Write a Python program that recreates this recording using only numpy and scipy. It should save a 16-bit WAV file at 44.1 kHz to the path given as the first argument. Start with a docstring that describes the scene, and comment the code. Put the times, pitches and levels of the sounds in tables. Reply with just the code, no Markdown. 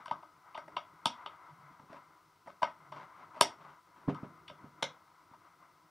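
"""Capping a camera on a workbench.

A plastic cap is fitted to a camera body and twisted until it snaps home; the camera is then laid down.
Each contact rings the cap or the casing, bumps thud in the bench, and a small room throws it all back.
Fingers rub the plastic in between, over a quiet, hollow room tone."""
import sys
import numpy as np
from scipy import signal
from scipy.fft import rfft, irfft, next_fast_len
from scipy.io import wavfile
from scipy.ndimage import uniform_filter1d

SR = 44100
rng = np.random.default_rng(int(sys.argv[2]) if len(sys.argv) > 2 else 0)


def transcribe(u):
    """Save the signal u as a 16-bit wav file named by the first command-line argument.

    u: samples, shape (n,) or (channels, n), limited to [-1, 1]; the rate is SR.
    q: integer samples, one column per channel.
    """
    v = np.clip(np.atleast_2d(u).T, -1, 1)
    q = np.round(v * 32767).astype(np.int16)
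    wavfile.write(sys.argv[1], SR, q)


N = 260278
T = np.arange(N) / SR
BLOW_SAMPLES = 4096

# bands that shape a blow: edge_hz
BAND_EDGES_HZ = [70, 400, 780, 1500, 2500, 4200, 6500, 15500]
# hiss spectrum: freq_hz, gain_db
HISS_SPECTRUM = [(500, 0), (3000, 0), (5700, 0), (7000, -6), (8500, -5), (13500, -10), (15200, -5)]


def contacts(crack_db=-5, scrape_db=-6, graze_lead_s=.0055):
    """Bright bayonet snaps, dull knocks of the cap, and thin fingernail ticks on the camera's plastic."""
    # time_s, contact_s, level_db, hollow_db, rim_db
    snaps = [(1.0571, .00083, -44, 17, 16), (3.4104, 0.0011, -29.5, 7, 4.5)]
    knocks = [(.081, 0.001, -57, 2, 8.5), (.112, 0.0015, -48, 17, 0.5), (.2281, 0.0043, -63, 14.5, -6),
              (.547, 0.0043, -57.5, 13.5, 12.5), (.576, 0.0034, -48.5, 4, -4), (.68, 0.0026, -56.5, 0, -13),
              (.7672, 0.0021, -46.5, 10.5, 11.5), (1.261, 0.0016, -53.5, 10, 13),
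              (1.494, 0.0019, -74.5, 19.5, 4), (1.796, 0.0015, -69, 11.5, -2),
              (1.929, .0017, -56, -7, -7.5), (2.473, 0.0045, -54.5, -0.5, -21),
              (2.621, 0.0015, -45.5, 10.5, -8), (2.63, 0.001, -36, 9, 1), (2.921, 0.0036, -55, 11.5, 0),
              (2.962, 0.0035, -59.5, 2, -4), (2.998, 0.0013, -63.5, 5, -9),
              (3.36, 0.0073, -56.5, -4.5, -26), (4.498, 0.0027, -57, 1, 4.5), (5.335, 0.007, -71, 11.5, -1)]
    ticks = [(.0585, 0.0011, -49.5, 5.5, -11), (4.146, .003, -57.5, 15, -5), (4.48, 0.003, -56, -4, 5.5)]
    # spectrum of each kind: freq_hz, band_db
    snap_spectrum = [(170, -3.5), (550, 2), (1100, 2.5), (1900, -2), (3200, -1.5), (5200, 0), (10000, 1.5)]
    knock_spectrum = [(170, -9), (550, 2.5), (1100, 3), (1900, -2), (3200, -6), (5200, -14.5), (10000, -25)]
    tick_spectrum = [(170, -18), (550, -30.5), (1100, 1), (1900, -4.5), (3200, -0.5), (5200, -11),
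                     (10000, -19.5)]
    out = np.zeros(N)
    for blows, spectrum in [(snaps, snap_spectrum), (knocks, knock_spectrum), (ticks, tick_spectrum)]:
        for time_s, contact_s, level_db, hollow_db, rim_db in blows:
            click = bench_bounce(plastic_click(contact_s, crack_db, scrape_db))
            click = match_bands(click, level_db + band_shape_db(spectrum, hollow_db, rim_db))
            add(out, click, time_s - contact_s / 2)
            # a slow contact grazes before it lands
            graze_gain = min(contact_s / .0035, .6) ** 2
            graze = signal.fftconvolve(click, crack(.003) / np.sqrt(SR / 100))
            add(out, graze_gain * graze, time_s - graze_lead_s)
    return out


def plastic_click(contact_s, crack_db, scrape_db, sharp_s=.0016):
    """A short contact rings the plastic at once; a long one is mostly slips that keep exciting it."""
    # cap over the hollow of the mount: pitch_hz, level_db, t60_s
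    cap_modes = [(445, -14, .03), (595, -3, 0.023), (865, 1.5, 0.0089), (1093, -6, 0.0083),
                 (1620, -12, .018), (2028, -10, .022), (3010, -9, .014), (3550, -17, 0.027),
                 (4620, -18, 0.012), (5840, -14, .015), (8650, -15, 0.0021), (9200, -12, .0079)]
    # edge crack with the wall's broad resonances: freq_hz, gain_db
    edge_spectrum = [(900, -11), (2100, 2.5), (2400, -2.5), (2900, 3.5), (3500, 8.5), (4000, -7), (4650, 3),
                     (5150, -4), (5550, 7.5), (6300, -10.5), (7900, -5.5), (9100, 5.5), (10200, -4.5),
                     (12300, -14), (13300, -24.5)]
    ringing = ring(cap_modes, detune=.012, scatter_db=1.5)
    slips = crack(contact_s)
    touch = colour(ringing, [(1500, -3), (3000, -10), (6000, -18.5)])
    scrape = signal.fftconvolve(ringing, slips)[:BLOW_SAMPLES]
    return (np.exp(-contact_s / sharp_s) * touch / blow_level(touch)
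            + undb(scrape_db) * scrape / blow_level(scrape)
            + undb(crack_db) * colour(slips, edge_spectrum))


def band_shape_db(spectrum, hollow_db, rim_db, hollow_hz=1000, hollow_oct=.5, rim_hz=3500, rim_oct=.55):
    """The point of contact sets how much the air under the cap and the stiff rim ring."""
    edges_hz = np.array(BAND_EDGES_HZ)
    centres_oct = np.log2(edges_hz[1:] * edges_hz[:-1]) / 2
    freq_hz, band_db = np.transpose(spectrum)
    hollow = np.exp(-((centres_oct - np.log2(hollow_hz)) / hollow_oct) ** 2)
    rim = np.exp(-((centres_oct - np.log2(rim_hz)) / rim_oct) ** 2)
    return np.interp(centres_oct, np.log2(freq_hz), band_db) + hollow_db * hollow + rim_db * rim


def match_bands(blow, band_db):
    """Filter a blow towards a level per band: where and how hard the edges meet."""
    edges_hz = np.array(BAND_EDGES_HZ)
    edge_bins = (edges_hz * BLOW_SAMPLES / SR).astype(int)
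    centres_hz = np.sqrt(edges_hz[1:] * edges_hz[:-1])
    blow = colour(blow, [(30, -40), (80, -14.5), (140, 1)])  # a small part radiates little bass
    for _ in range(3):
        energy = np.add.reduceat(np.abs(rfft(blow)) ** 2, edge_bins)[:-1] * 2 / BLOW_SAMPLES
        current_db = 10 * np.log10(energy / (SR / 100))
        blow = colour(blow, np.column_stack([centres_hz, band_db - current_db]))
    return blow


def casing(crack_db=-4):
    """The camera tips onto its hard front edge and the casing chatters."""
    # landings: start_s, level_db, contact_s
    knocks = [(4.8249, -39, 0.00036), (4.8273, -32, 0.00156), (4.8291, -34, 0.00081)]
    # casing resonances: pitch_hz, level_db, t60_s
    case_modes = [(511, -5.5, 0.018), (905, 2.5, 0.015), (1467, -7, 0.017), (2090, -9, 0.034),
                  (3030, -5, 0.0099), (3510, -2.5, 0.027), (4200, -32, 0.03), (5330, -31, 0.0084),
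                  (6900, -19, 0.011)]
    # freq_hz, gain_db
    edge_spectrum = [(35, -37), (150, 10.5), (500, 1.5), (2000, 5), (3500, 7.5), (5500, 1),
                     (8000, -7.5), (11000, -13), (15000, -46)]
    out = np.zeros(N)
    for start_s, level_db, contact_s in knocks:
        ringing = ring(case_modes, detune=.004, scatter_db=1)
        edge = colour(crack(contact_s), edge_spectrum)
        add(out, undb(level_db) * (ringing / blow_level(ringing) + undb(crack_db) * edge), start_s)
    return out


def bench(rattle_db=-19):
    """Soft pushes make the bench top thud; loose parts in the camera rattle."""
    # padded bumps: start_s, level_db, push_s
    bumps = [(.113, -49, 0.0034), (1.058, -40.5, 0.0014), (3.411, -45, 0.002), (1.496, -77, 0.0021),
             (1.71, -68, 0.0044), (1.796, -60, 0.0029), (1.832, -65, 0.0041), (1.898, -55, 0.003),
             (4.075, -34.5, 0.0036), (4.0823, -26, 0.0011), (4.225, -65, 0.00092), (4.2288, -39, 0.0021),
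             (4.51, -58, 0.0067), (4.639, -48.5, 0.0035), (5.31, -61, 0.0057)]
    # bench top resonances: pitch_hz, level_db, t60_s
    bench_modes = [(130, -4.5, 0.047), (215, -1, 0.046), (290, -2, 0.045), (496.4, -13, 0.063),
                   (655, -13.5, 0.029), (1037, -6, 0.033)]
    # freq_hz, gain_db
    rattle_spectrum = [(50, -5.5), (200, 25), (700, 25), (1300, 13.5), (3000, .5),
                       (9000, -27), (15000, -40)]
    out = np.zeros(N)
    for start_s, level_db, push_s in bumps:
        age = np.arange(BLOW_SAMPLES) / SR / push_s
        push = age * np.exp(-6 * age)
        ringing = ring(bench_modes, detune=.0053, scatter_db=.04)
        thud = colour(signal.fftconvolve(ringing, push)[:BLOW_SAMPLES], [(30, -4.5), (110, 1.5)])
        rattle = colour(crack(.012), rattle_spectrum)
        add(out, undb(level_db) * (thud / blow_level(thud) + undb(rattle_db) * rattle), start_s)
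    return out


def ring(modes, detune, scatter_db):
    """Damped modes; grip and point of contact shift their pitch and strength at each blow."""
    t = np.arange(BLOW_SAMPLES) / SR
    pitch_hz, level_db, t60_s = np.transpose(modes)[:, :, None]
    pitch_hz = pitch_hz * (1 + detune * rng.standard_normal(pitch_hz.shape))
    level_db = level_db + scatter_db * rng.standard_normal(level_db.shape)
    sign = (-1) ** np.arange(len(modes))[:, None]
    decay = np.exp(-np.log(1000) * t / t60_s)
    return np.sum(sign * undb(level_db) * np.sin(2 * np.pi * pitch_hz * t) * decay, axis=0)


def crack(rise_s):
    """Pitchless burst of tiny slips as two hard edges meet."""
    age = np.arange(BLOW_SAMPLES) / SR / rise_s
    envelope = age * np.exp(-age)
    burst = envelope * rng.standard_normal(BLOW_SAMPLES)
    for _ in range(5):
        whitened = irfft(np.exp(1j * np.angle(rfft(burst))))
        burst = whitened * np.minimum(4 * envelope, 1)
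    return burst / blow_level(burst)


def fingers(slips_per_s=1500, spread_db=3.5, uneven_db=-.5):
    """Skin and plastic stick and slip in dense grains; dragging the camera makes the bench drone."""
    # fingers on plastic, camera on the mat: start_s, end_s, level_db
    rubs = [(0, 0.02, -55), (1.888, 1.986, -55.5), (2.458, 2.513, -54), (2.919, 3.043, -52),
            (3.143, 3.261, -61.5), (3.341, 3.402, -49.5), (3.575, 3.755, -58), (3.957, 4.05, -61.5)]
    drags = [(1.49, 1.68, -63), (2.75, 3.05, -66.5), (4.53, 4.7, -63)]
    # their spectra: freq_hz, gain_db
    rub_spectrum = [(50, -33.5), (160, 1), (420, -8.5), (650, -5.5), (1000, 5), (1700, -10.5),
                    (3200, -19.5), (6000, -31.5), (12000, -53.5)]
    drag_spectrum = [(40, -44.5), (110, -18), (142, -1.5), (160, 2.5), (178, -11), (220, -20.5),
                     (320, -33.5), (600, -31), (3000, -71)]
    slips = (rng.random(N) < slips_per_s / SR) * rng.standard_normal(N)
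    slips *= undb(spread_db * np.minimum(rng.exponential(size=N), 3))
    rubbing = strokes(rubs) * undb(uneven_db * drift(70)) * unit(colour(slips, rub_spectrum))
    dragging = strokes(drags) * unit(colour(slips, drag_spectrum))
    return rubbing + dragging


def strokes(rows):
    """Pressure rises and falls over each stroke."""
    pressure = np.zeros(N)
    for start_s, end_s, level_db in rows:
        arch = 4 * (T - start_s) * (end_s - T) / (end_s - start_s) ** 2
        pressure += undb(level_db) * np.sqrt(np.clip(arch, 0, 1))
    return pressure


def bench_bounce(x, delay_s=.00315, gain=.55, dull_hz=1800):
    """The matted bench top adds a duller copy just after the direct sound."""
    out = x.copy()
    add(out, gain * colour(x, [(dull_hz, 0), (4 * dull_hz, -18)]), delay_s)
    return out


def room(x, tail_db=-6.5, scatter_db=-12, scatter_t60_s=.07, gap_s=.012, near_gain=.85):
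    """Reflections only: distinct echoes, quick scatter from bench clutter, a small room's tail."""
    # reverberation bands: centre_hz, gain_db, t60_s
    bands = [(69.5, -4, .28), (151, 2.5, 0.4), (412.3, 2, 0.25), (900, -3.5, 0.19), (1770, 1, 0.21),
             (3460, -1, 0.18), (5500, 3.5, 0.18), (9520, -6.5, 0.13), (15000, -2, .1)]
    # nearby surfaces: delay_s, gain
    echoes = [(.0109, .12), (.0122, .21), (.0208, .07)]
    size = SR // 2
    t = np.arange(size) / SR
    response = np.zeros(size)
    white = rfft(rng.standard_normal(size))
    age_s = np.maximum(t - gap_s, 0)
    arrival = np.where(t > gap_s, 1, near_gain * (t > .002))  # nearby tools answer before the walls
    centres_hz = [row[0] for row in bands]
    for share, (_, gain_db, t60_s) in zip(np.eye(len(bands)), bands):
        band = irfft(white * on_log_axis(size, np.column_stack([centres_hz, share])), size)
        tail = arrival * np.exp(-np.log(1000) * age_s / t60_s)
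        scatter = arrival * np.exp(-np.log(1000) * age_s / scatter_t60_s)
        envelope = np.hypot(undb(tail_db) * tail / np.linalg.norm(tail),
                            undb(scatter_db) * scatter / np.linalg.norm(scatter))
        response += undb(gain_db) * band * envelope
    for delay_s, gain in echoes:
        add(response, np.array([gain]), delay_s)
    return signal.fftconvolve(x, response)[:N]


def background(lift_db=1, hiss_db=-74.5, waver_db=2.5):
    """A hollow room tone and a low rumble swell and waver over steady hiss."""
    # slow swell, before the lift: time_s, tone_db, rumble_db
    swell = [(0.0, -60, -74.5), (0.38, -64, -77), (0.79, -60, -69), (1.53, -59, -74), (1.73, -64.5, -71.5),
             (2.07, -64.5, -76), (2.46, -70.5, -73.5), (2.66, -64, -75), (2.97, -63, -69.5),
             (3.17, -58, -71), (3.6, -56, -73.5), (3.75, -62.5, -77.5), (3.99, -65, -71.5),
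             (4.19, -54, -68), (4.37, -64, -67), (4.78, -61, -68.5), (5.03, -65, -75), (5.9, -70.5, -75.5)]
    # spectra: freq_hz, gain_db
    tone_spectrum = [(300, -31.5), (520, -15.5), (700, -7.5), (890, -7), (990, 4.5), (1120, -4), (1270, 1),
                     (1550, -8.5), (1790, -18.5), (2050, -8), (2450, -24.5), (4500, -35), (9000, -67.5)]
    rumble_spectrum = [(25, -35), (60, -16.5), (100, -2), (130, -8), (160, 2.5), (200, -9.5), (255, -12.5),
                       (315, 0.5), (430, -10.5), (800, -18.5), (3000, -57.5), (9000, -80.5)]
    time_s, tone_db, rumble_db = np.transpose(swell)
    tone = noise(tone_spectrum) * undb(np.interp(T, time_s, tone_db) + waver_db * drift(20))
    rumble = noise(rumble_spectrum) * undb(np.interp(T, time_s, rumble_db) + waver_db * drift(33))
    return undb(lift_db) * (tone + rumble) + undb(hiss_db) * noise(HISS_SPECTRUM)


def noise(spectrum):
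    """Coloured noise of rms 1."""
    return unit(colour(rng.standard_normal(N), spectrum))


def drift(rate_hz):
    """Smooth random drift of rms 1."""
    hold = int(SR / rate_hz)
    steps = np.repeat(rng.standard_normal(N // hold + 1), hold)
    return unit(uniform_filter1d(steps, hold)[:N])


def colour(x, spectrum):
    """Minimum-phase filter through (freq_hz, gain_db) points."""
    size = 2 * next_fast_len(len(x) // 2 + 1)
    cepstrum = irfft(np.log(undb(on_log_axis(size, spectrum))))
    cepstrum[1:size // 2] *= 2
    cepstrum[size // 2 + 1:] = 0
    return irfft(rfft(x, size) * np.exp(rfft(cepstrum)))[:len(x)]


def on_log_axis(size, points):
    """Interpolate (freq_hz, value) points over FFT bins, in log frequency."""
    freq_hz, value = np.transpose(points)
    return np.interp(np.log(np.fft.rfftfreq(size, 1 / SR) + 1), np.log(freq_hz), value)


def undb(db):
    """Decibels to gain."""
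    return 10 ** (np.asarray(db) / 20)


def unit(x):
    """Scale to rms 1."""
    return x / np.sqrt(np.mean(x ** 2))


def blow_level(x):
    """Rms of a blow if all its energy fell within 10 ms."""
    return np.sqrt(np.sum(x ** 2) / (SR / 100))


def add(track, x, start_s):
    """Mix x into the track in place."""
    i = max(0, int(start_s * SR))
    track[i:i + len(x)] += x[:len(track) - i]


def scene(side_hiss_db=-89, bench_send_db=-2):
    """Heard from straight above: every source is centred, with a slight left-right spread."""
    # left and right differ slightly, with a wide fizz in the top treble: freq_hz, side_gain_db
    side_spectrum = [(30, -10), (120, -25), (2000, -27), (5000, -20), (9000, -24), (13000, -8)]
    chatter, thuds, rubbing = casing(), bench(), fingers()
    direct = contacts() + chatter + thuds + rubbing
    # sideways the plastic radiates more crack and less ring than upwards
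    sideways = contacts(crack_db=4, scrape_db=-13.5) + chatter + undb(bench_send_db) * thuds + rubbing
    mid = direct + room(sideways) + background()
    side = colour(room(sideways), side_spectrum) + undb(side_hiss_db) * noise(HISS_SPECTRUM)
    return np.array([mid + side, mid - side])


def record(dry, top_hz=15600):
    """Two microphone ports each colour the midrange their own way; the top is cut steeply."""
    # port mismatch around resonance: freq_hz, left_minus_right_db
    ports = [(100, -1.4), (560, -1.8), (700, -.8), (950, 2.3), (1200, 5.7), (1400, 6.1), (1600, 4.3),
             (1900, 0)]
    lean_db = on_log_axis(N, ports) * np.array([[.5], [-.5]])
    ported = irfft(rfft(dry) * undb(lean_db), N)
    return signal.sosfilt(signal.ellip(10, .2, 70, top_hz, fs=SR, output="sos"), ported)


dry = scene()
out = record(dry)
transcribe(out)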